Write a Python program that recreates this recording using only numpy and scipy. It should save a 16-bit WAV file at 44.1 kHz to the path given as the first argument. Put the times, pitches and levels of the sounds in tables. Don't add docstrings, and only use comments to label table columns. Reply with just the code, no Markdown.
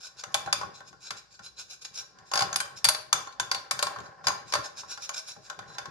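import sys
import numpy as np
from scipy import signal
from scipy.fft import rfft, irfft
from scipy.io import wavfile

SR = 44100
rng = np.random.default_rng(int(sys.argv[2]) if len(sys.argv) > 2 else 0)


def generate_wav(sig):
    pcm = np.round(np.clip(np.atleast_2d(sig).T, -1, 1) * 32767).astype(np.int16)
    wavfile.write(sys.argv[1], SR, pcm)


N = 260190
TIME_S = np.arange(N) / SR
BODY_TOP_HZ, WALL_TOP_HZ = 2000, 7700


def from_db(db):
    return np.exp(np.log(10) / 20 * np.asarray(db))


def rms_one(x):
    return x / np.sqrt(np.mean(x ** 2) + 1e-20)


def at_hz(points, hz):
    table_hz, values = np.transpose(points)
    return np.interp(np.log(hz), np.log(table_hz), values)


def bin_hz():
    return np.fft.rfftfreq(N, 1 / SR) + 1


def filtered(x, kind, hz):
    return signal.sosfilt(signal.butter(2, hz, kind, fs=SR, output="sos"), x)


def drift(rate_hz):
    pole = np.exp(-64 * np.pi * rate_hz / SR)
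    white = rng.standard_normal(N // 32 + 502)
    slow = signal.lfilter([1], [1, -2 * pole, pole * pole], white)[500:]
    return np.interp(np.arange(N) / 32, np.arange(len(slow)), rms_one(slow))


def colour(x, spectrum):
    gain = from_db(at_hz(spectrum, bin_hz()))
    return irfft(rfft(x) * rms_one(gain), N)


# pitch_hz, likeness
STEREO_LIKENESS = [(60, 0.45), (150, 0.92), (300, 0.31), (600, 0.39), (1100, 0.35), (2200, -0.36),
                   (5000, 0.19), (15000, -0.33)]


def pair(mid, side):
    alike = np.clip(at_hz(STEREO_LIKENESS, bin_hz()), -1, 1)
    m = np.sqrt(.5 + alike / 2) * rfft(mid)
    s = np.sqrt(.5 - alike / 2) * rfft(side)
    return irfft([m + s, m - s], N)


def white_pair():
    return pair(*rng.standard_normal((2, N)))


def swells(s, levels_db, rise_s, fall_s):
    power, up, down = np.zeros(N), np.exp(-2 / (rise_s * SR)), np.exp(-2 / (fall_s * SR))
    power[(s * SR).astype(int)] = from_db(2 * levels_db)
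    smooth = signal.lfilter([2 * (1 - up)], np.convolve([1, -up], [1, -down]), power + 1e-18)
    return np.sqrt(np.abs(smooth))


# pitch_hz, level_db
AIR_TONE = [(20, -12.5), (60, 19.5), (150, -13.5), (400, -8.5), (1500, -3), (2100, -18.5), (5000, 10.5),
            (8000, -9), (16000, -43)]


def air():
    return colour(white_pair(), AIR_TONE) * from_db(-68.5)


# pitch_hz, t60_s
ROOM_DECAY = [(200, 1), (1000, 0.48), (4000, 0.4), (9000, 0.29), (15000, 0.29)]


def kitchen(x):
    t = np.arange(int(.8 * SR)) / SR
    edges_hz = 100 * 2 ** np.arange(0, 7.6, .5)
    tail, shared = 0, rng.standard_normal(len(t))
    for low, high in zip(edges_hz, edges_hz[1:]):
        hz = np.sqrt(low * high)
        alike = np.clip(at_hz(STEREO_LIKENESS, hz), 0, 1)
        white = np.sqrt(alike) * shared + np.sqrt(1 - alike) * rng.standard_normal((2, len(t)))
        tail = tail + filtered(white, "band", [low, high]) * from_db(-60 * t / at_hz(ROOM_DECAY, hz))
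    tail = tail * (1 - np.exp(-t / 0.0029))
    tail = tail / np.sqrt(np.sum(tail ** 2) / 2)
    return signal.fftconvolve(x, tail, axes=1)[:, :N]


# start_s, table_bass_db, bowl_judder_db
HAND_LOAD = [(0.0, -78, -65), (0.26, -74, -58.5), (0.47, -62.5, -54), (0.95, -68, -69.5), (1.2, -76, -71.5),
             (1.73, -73, -66.5), (2.28, -65.5, -58), (2.51, -67, -47.5), (2.7, -68, -55.5),
             (2.99, -69.5, -62.5), (3.58, -70, -62), (3.88, -68, -49), (4.08, -68.5, -50.5),
             (4.519, -61.5, -56), (4.68, -68, -59.5), (5.36, -74, -61), (5.82, -63, -50.5), (5.9, -55, -60)]


def hand_load():
    when, *levels_db = np.transpose(HAND_LOAD)
    return [from_db(np.interp(TIME_S, when, column)) for column in levels_db]


# pitch_hz, level_db
TABLE_TONE = [(20, -16), (45, -9), (65, -8), (120, 7), (200, 1), (260, -8.5), (400, 0.5), (600, -7),
              (1100, -75)]
# start_s, level_db
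TABLE_BUMPS = [(0.26, -57), (0.352, -57.5), (0.46, -56), (0.56, -54), (0.638, -53.5), (0.9, -67),
               (1.109, -56.5), (1.4, -65), (1.58, -78), (2.34, -54), (2.418, -44.5), (2.548, -54),
               (2.718, -59.5), (2.85, -54), (2.93, -59), (3.14, -53), (3.399, -56), (3.53, -54.5),
               (3.719, -52.5), (3.84, -53), (3.978, -50.5), (4.258, -43.5), (4.55, -47.5), (4.858, -62),
               (5.36, -60), (5.58, -55.5), (5.66, -58), (5.87, -58)]


def table_thuds(load):
    bumps = swells(*np.transpose(TABLE_BUMPS), rise_s=0.024, fall_s=0.035)
    flutter = from_db(2.1 * drift(26))
    return colour(white_pair() * (load + bumps) * flutter, TABLE_TONE)


def ring(force, hz, t60):
    r, w = from_db(-60 / (t60 * SR)), 2 * np.pi * hz / SR
    angle = .5 * np.arccos(np.clip(at_hz(STEREO_LIKENESS, hz), -1, 1))
    turn = angle * rng.choice([-1, 1]) * np.array([[1], [-1]])
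    swing = signal.lfilter([1], [1, -2 * r * np.cos(w), r * r], force + 1e-18)
    return np.sin(turn) * swing + r * np.sin(w - turn) * np.append(0, swing[:-1])


def favour(hz, favoured_hz, boost_db, width):
    return boost_db * np.exp(-(np.log(hz / favoured_hz) / width) ** 2)


def grit():
    grains_per_s, spread_db, clump_db = 2700, 1, 2.5
    sizes = from_db(spread_db * np.minimum(rng.exponential(1, N), 5)) * rng.choice([-1, 1], N)
    hits = rng.random(N) < grains_per_s / SR
    return rms_one(sizes * hits * from_db(clump_db * drift(32)))


# fastest_s, level_db, half_length_s (to -6 dB), favoured_pitch_hz
SCRAPE_STROKES = [(0.015, -54, 0.0091, 5370), (0.054, -46, 0.024, 5450), (0.2, -48.5, 0.024, 4540),
                  (0.33, -56.5, 0.012, 7000), (0.48, -59, 0.025, 4040), (0.77, -53.5, 0.029, 3990),
                  (0.88, -54, 0.019, 5400), (1.04, -52.5, 0.023, 5160), (1.073, -46.5, 0.015, 3840),
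                  (1.182, -49.5, 0.016, 5140), (1.342, -55, 0.027, 4400), (1.458, -47.5, 0.023, 5500),
                  (1.577, -58, 0.0085, 4030), (1.604, -42.5, 0.021, 5300), (1.721, -44, 0.024, 6160),
                  (1.826, -46, 0.01, 6240), (1.857, -42.5, 0.0097, 5230), (1.953, -47.5, 0.013, 5500),
                  (1.991, -40.5, 0.022, 5580), (2.2, -70, 0.0203, 4540), (2.285, -60, 0.022, 5200),
                  (2.78, -48, 0.015, 5560), (4.058, -58.5, 0.026, 5150), (4.259, -46.5, 0.013, 4800),
                  (4.501, -51, 0.024, 5300), (4.655, -44, 0.019, 5270), (4.792, -44, 0.021, 5380),
                  (4.919, -42, 0.025, 5670), (5.04, -42, 0.024, 5560), (5.145, -35, 0.0064, 5170),
                  (5.178, -40, 0.018, 5360), (5.295, -44, 0.024, 5780), (5.46, -55, 0.03, 5100),
                  (5.698, -54, 0.02, 3980), (5.75, -54, 0.019, 4060)]


def strokes():
    fade_over_swell, squareness = 1.02, 2.5
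    edge_db, edge_db_per_octave, usual_hz = -13.5, 18, 5650
    wall, edge = np.zeros(N), np.zeros(N)
    for s, level_db, swell, favoured_hz in SCRAPE_STROKES:
        fade = swell * fade_over_swell
        near = slice(max(0, int((s - 4 * swell) * SR)), int((s + 4 * fade) * SR))
        t = TIME_S[near]
        distance = np.abs((t - s) / np.where(t < s, swell, fade))
        speed = from_db(level_db - 6 * distance ** squareness)
        wall[near] += speed
        edge[near] += speed * from_db(edge_db + edge_db_per_octave * np.log2(favoured_hz / usual_hz))
    body = wall * from_db(-18)
    when, _, _, pitches_hz = np.transpose(SCRAPE_STROKES)
    return body, wall, edge, np.interp(TIME_S, when, pitches_hz)


# pitch_hz, level_db
GRIT_TONE = [(1500, -57.5), (2050, -61), (2350, 1), (3250, -29), (3950, 0.5), (4350, -8), (5350, 5.5),
             (5950, -6.5), (6750, 4), (7600, -16), (9200, -33), (10100, -31), (12000, -24.5), (16000, -19)]
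# pitch_hz, t60_s, struck_db, scraped_db
BOWL_MODES = [(582, 0.094, -15.5, -50), (648, 0.042, -19, -38), (789, 0.089, -14, -44.5),
              (815, 0.096, -13.5, -41), (820, 0.0057, -12, -54), (1049, 0.055, -10.5, -51),
              (1091, 0.045, -8.5, -47.5), (1278, 0.046, -15.5, -56.5), (1382, 0.11, -15, -55),
              (1465, 0.12, -16, -24.5), (1528.5, 0.075, -13.5, -13), (1602.4, 0.051, -11.5, -18),
              (1770, 0.061, -20, -30), (2315, 0.042, -12.5, -55), (2877, 0.021, -12.5, -36),
              (3528, 0.017, -5.5, -48), (3710, 0.023, -15.5, -31), (4049, 0.043, -13, -27),
              (4524, 0.035, -8.5, -37.5), (4688, 0.022, -8, -40), (4937, 0.017, -5.5, -41),
              (4990, 0.023, -13, -53.5), (5364, 0.024, -12, -31), (5602, 0.019, -9.5, -26),
              (5990, 0.025, -8.5, -32.5), (6393, 0.011, -2.5, -26.5), (6664, 0.031, -8, -34),
              (6924, 0.03, -12, -32), (7420, 0.024, -15.5, -28.5), (8175, 0.036, -4.5, -26.5),
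              (8920, 0.014, -2, -27), (10004, 0.015, 3, -19), (11150, 0.028, -4.5, -30),
              (12370, 0.017, -10.5, -54)]


def scraping():
    body, wall, edge, favoured_hz = strokes()
    slips = grit()
    out = colour(pair(slips, grit()) * wall, GRIT_TONE)
    for hz, t60, _, scraped_db in BOWL_MODES:
        rub = body if hz < BODY_TOP_HZ else wall if hz < WALL_TOP_HZ else edge
        wander_db = 2 * drift(13)
        near_db = favour(hz, favoured_hz, boost_db=10.5, width=0.037)
        out += ring(slips * rub * from_db(scraped_db + wander_db + near_db), hz, t60)
    return out


# start_s, pitch_hz, level_db, t60_s
RINGING_TONES = [(2.599, 8400, -32, 0.083), (2.604, 3130, -40, .2), (2.89, 623, -33.5, 0.43),
                 (3.282, 4420, -48.5, 0.21), (3.552, 4480, -28.5, 0.094), (4.645, 5380, -42, 0.034),
                 (5.165, 640, -54, 0.66), (5.38, 626, -54, 0.55)]


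def pings():
    out, soft = 0, np.hanning(256) / 64
    for s, hz, level_db, t60 in RINGING_TONES:
        tap, start = np.zeros(N), int(s * SR)
        burst = soft * np.cos(2 * np.pi * hz / SR * np.arange(len(soft)))
        tap[start:start + len(soft)] = from_db(level_db) * burst
        out = out + ring(tap, hz, t60)
    return out


# start_s, body_db, wall_db, favoured_body_hz, favoured_wall_hz
SPOON_KNOCKS = [(0.237, -32.5, -33.5, 1430, 2860), (0.343, -21.5, -19.5, 804, 3440),
                (0.461, -34, -41, 837, 4050), (0.474, -27, -57, 765, 4060), (0.527, -23.5, -18, 1100, 5080),
                (0.612, -27, -40, 800, 5460), (0.63, -30.5, -49, 1120, 6250),
                (0.805, -39.5, -52, 1480, 3700), (0.928, -46, -57, 1470, 5710),
                (1.106, -35, -29, 1460, 5370), (1.392, -43, -48.5, 1510, 5200),
                (1.85, -62, -39.5, 1570, 4840), (2.186, -53.5, -53.5, 1520, 4670),
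                (2.315, -32.5, -34.5, 1070, 7000), (2.528, -29.5, -31.5, 1150, 6380),
                (2.542, -36.5, -36, 1060, 5950), (2.559, -30, -21.5, 1050, 5150),
                (2.602, -27.5, -25.5, 1640, 8100), (2.654, -38.5, -46, 1084, 5530),
                (2.844, -24.5, -17, 1630, 4600), (2.851, -31, -20, 1430, 4600),
                (2.887, -24, -15.5, 1630, 4500), (2.947, -31, -29, 1040, 4650),
                (3.128, -18, -17, 1020, 6450), (3.271, -33, -46.5, 1040, 6840),
                (3.325, -60, -49, 1060, 4200), (3.398, -23, -23, 980, 6500), (3.514, -23, -22, 1030, 4770),
                (3.546, -29, -27, 820, 4070), (3.71, -24.5, -20.5, 1070, 5300),
                (3.791, -27, -27, 1650, 4500), (3.826, -22, -19.5, 1080, 4400),
                (3.868, -26.5, -31, 1040, 4560), (3.96, -33, -48.5, 1050, 4660),
                (3.986, -32.5, -48, 1010, 3450), (4.002, -47, -46, 1380, 3740),
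                (4.058, -42.5, -55, 740, 4470), (4.241, -38, -49, 1040, 3410), (4.269, -21, -20, 990, 4940),
                (4.282, -21.5, -24.5, 990, 6500), (4.302, -26, -43.5, 1040, 4870),
                (4.523, -28.5, -29, 1070, 4920), (4.537, -21.5, -20, 1020, 4440),
                (4.553, -20.5, -27, 970, 4640), (4.586, -32.5, -45, 1060, 4400),
                (4.833, -40, -69.5, 1060, 5250), (4.975, -36.5, -42.5, 1450, 4670),
                (5.092, -31, -32.5, 1080, 6580), (5.363, -45.5, -61, 815, 5500),
                (5.499, -32, -35.5, 1470, 3820), (5.59, -32.5, -40.5, 825, 3500),
                (5.7, -41, -63, 1050, 4000), (5.783, -31.5, -31.5, 1470, 4950),
                (5.856, -37, -43, 1370, 5430)]


def blows():
    start_s, first_gap_s, gap_ratio = 2.336, 0.02, 0.92
    body_db, wall_db, wall_loss_per_rib_db, body_hz, wall_hz = -23, -24, 0.16, 889, 4809
    ribs = []
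    for k in range(6):
        s = start_s + first_gap_s * np.sum(gap_ratio ** np.arange(k))
        ribs.append((s, body_db, wall_db - wall_loss_per_rib_db * k, body_hz, wall_hz))
    return np.transpose(list(SPOON_KNOCKS) + ribs)


def jolts():
    s, body_db, *_ = blows()
    hard_jolt_db, hard_body_db, db_per_db = -43, -22, 1
    levels_db = hard_jolt_db + db_per_db * (body_db - hard_body_db)
    return swells(s, levels_db, rise_s=0.029, fall_s=0.046)


def contact(s, levels_db):
    clicks, r = np.zeros(N), np.exp(-1 / (0.0058 * SR))
    clicks[(s * SR).astype(int)] = from_db(levels_db)
    return signal.lfilter([np.sqrt(1 - r * r) * 0.084], np.convolve([1, -r], [1, -.91]), clicks + 1e-18)


def blow(s, levels_db):
    at = s * SR + rng.uniform(0, .002 * SR, len(s))
    force = contact(s, levels_db) * rng.standard_normal(N)
    force[at.astype(int)] += from_db(levels_db - 1) * rng.choice([-1, 1], len(s))
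    return force


# pitch_hz, level_db
CONTACT_TONE = [(250, -38.5), (500, -21.5), (1040, 10), (3130, 4), (6400, -0.5), (7800, -5), (13300, -11),
                (16000, -58.5)]


def crack(s, wall_db, edge_db):
    white = white_pair()
    top = filtered(white, "high", WALL_TOP_HZ)
    noise = (white - top) * contact(s, wall_db + 13) + top * contact(s, edge_db + 21.5)
    return colour(noise, CONTACT_TONE) * from_db(6.5)


# start_s, extra_edge_db
EDGE_BRIGHTNESS = [(0.24, -2.5), (0.34, 2), (0.53, -3.5), (1.1, 2), (2.3, 3.5), (2.41, 2), (2.53, 8.5),
                   (2.9, 4.5), (3.13, -1.5), (3.5, 2), (3.8, 5), (4.27, -0.5), (4.54, -1.5), (4.97, -8),
                   (5.09, 9), (5.5, -17)]


def knocking(rumble):
    s, body_db, wall_db, body_hz, wall_hz = blows()
    edge_under_wall_db, hard_knock_db, steepness = -6, -15.5, 1
    edge_db = wall_db + edge_under_wall_db + steepness * (wall_db - hard_knock_db)
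    edge_db = edge_db + np.interp(s, *np.transpose(EDGE_BRIGHTNESS))
    judder, out = grit() * rumble * from_db(-20.5), pings()
    for hz, t60, struck_db, _ in BOWL_MODES:
        low = hz < BODY_TOP_HZ
        zone_db = body_db if low else wall_db if hz < WALL_TOP_HZ else edge_db
        if low:
            near_db = favour(hz, body_hz, boost_db=7, width=.2)
        else:
            near_db = favour(hz, wall_hz, boost_db=9, width=.06)
        scatter_db = 1.5 * rng.standard_normal(len(s))
        force = blow(s, zone_db + struck_db + near_db + scatter_db)
        out += ring(force + low * judder * from_db(struck_db), hz, t60)
    return out + crack(s, wall_db, edge_db)


def scene():
    load, press = hand_load()
    bowl = scraping() + knocking(press + jolts())
    bowl = bowl + kitchen(bowl) * from_db(-9.5)
    bowl = filtered(bowl, "high", 462)
    return air() + table_thuds(load) + bowl


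# pitch_hz, left_minus_right_db
STEREO_BALANCE = [(30, 9.5), (70, 13.5), (130, 8), (260, 9.5), (550, 0.4), (1650, 1.5), (4500, 2.5),
                  (8000, 0), (15000, 1)]


def record(dry):
    half_each = np.array([[.5], [-.5]])
    lean = from_db(at_hz(STEREO_BALANCE, bin_hz()) * half_each)
    x = filtered(irfft(rfft(dry) * lean, N), "high", 52.9)
    return signal.sosfilt(signal.cheby2(12, 70, 16400, fs=SR, output="sos"), x)


dry = scene()
out = record(dry)
generate_wav(out)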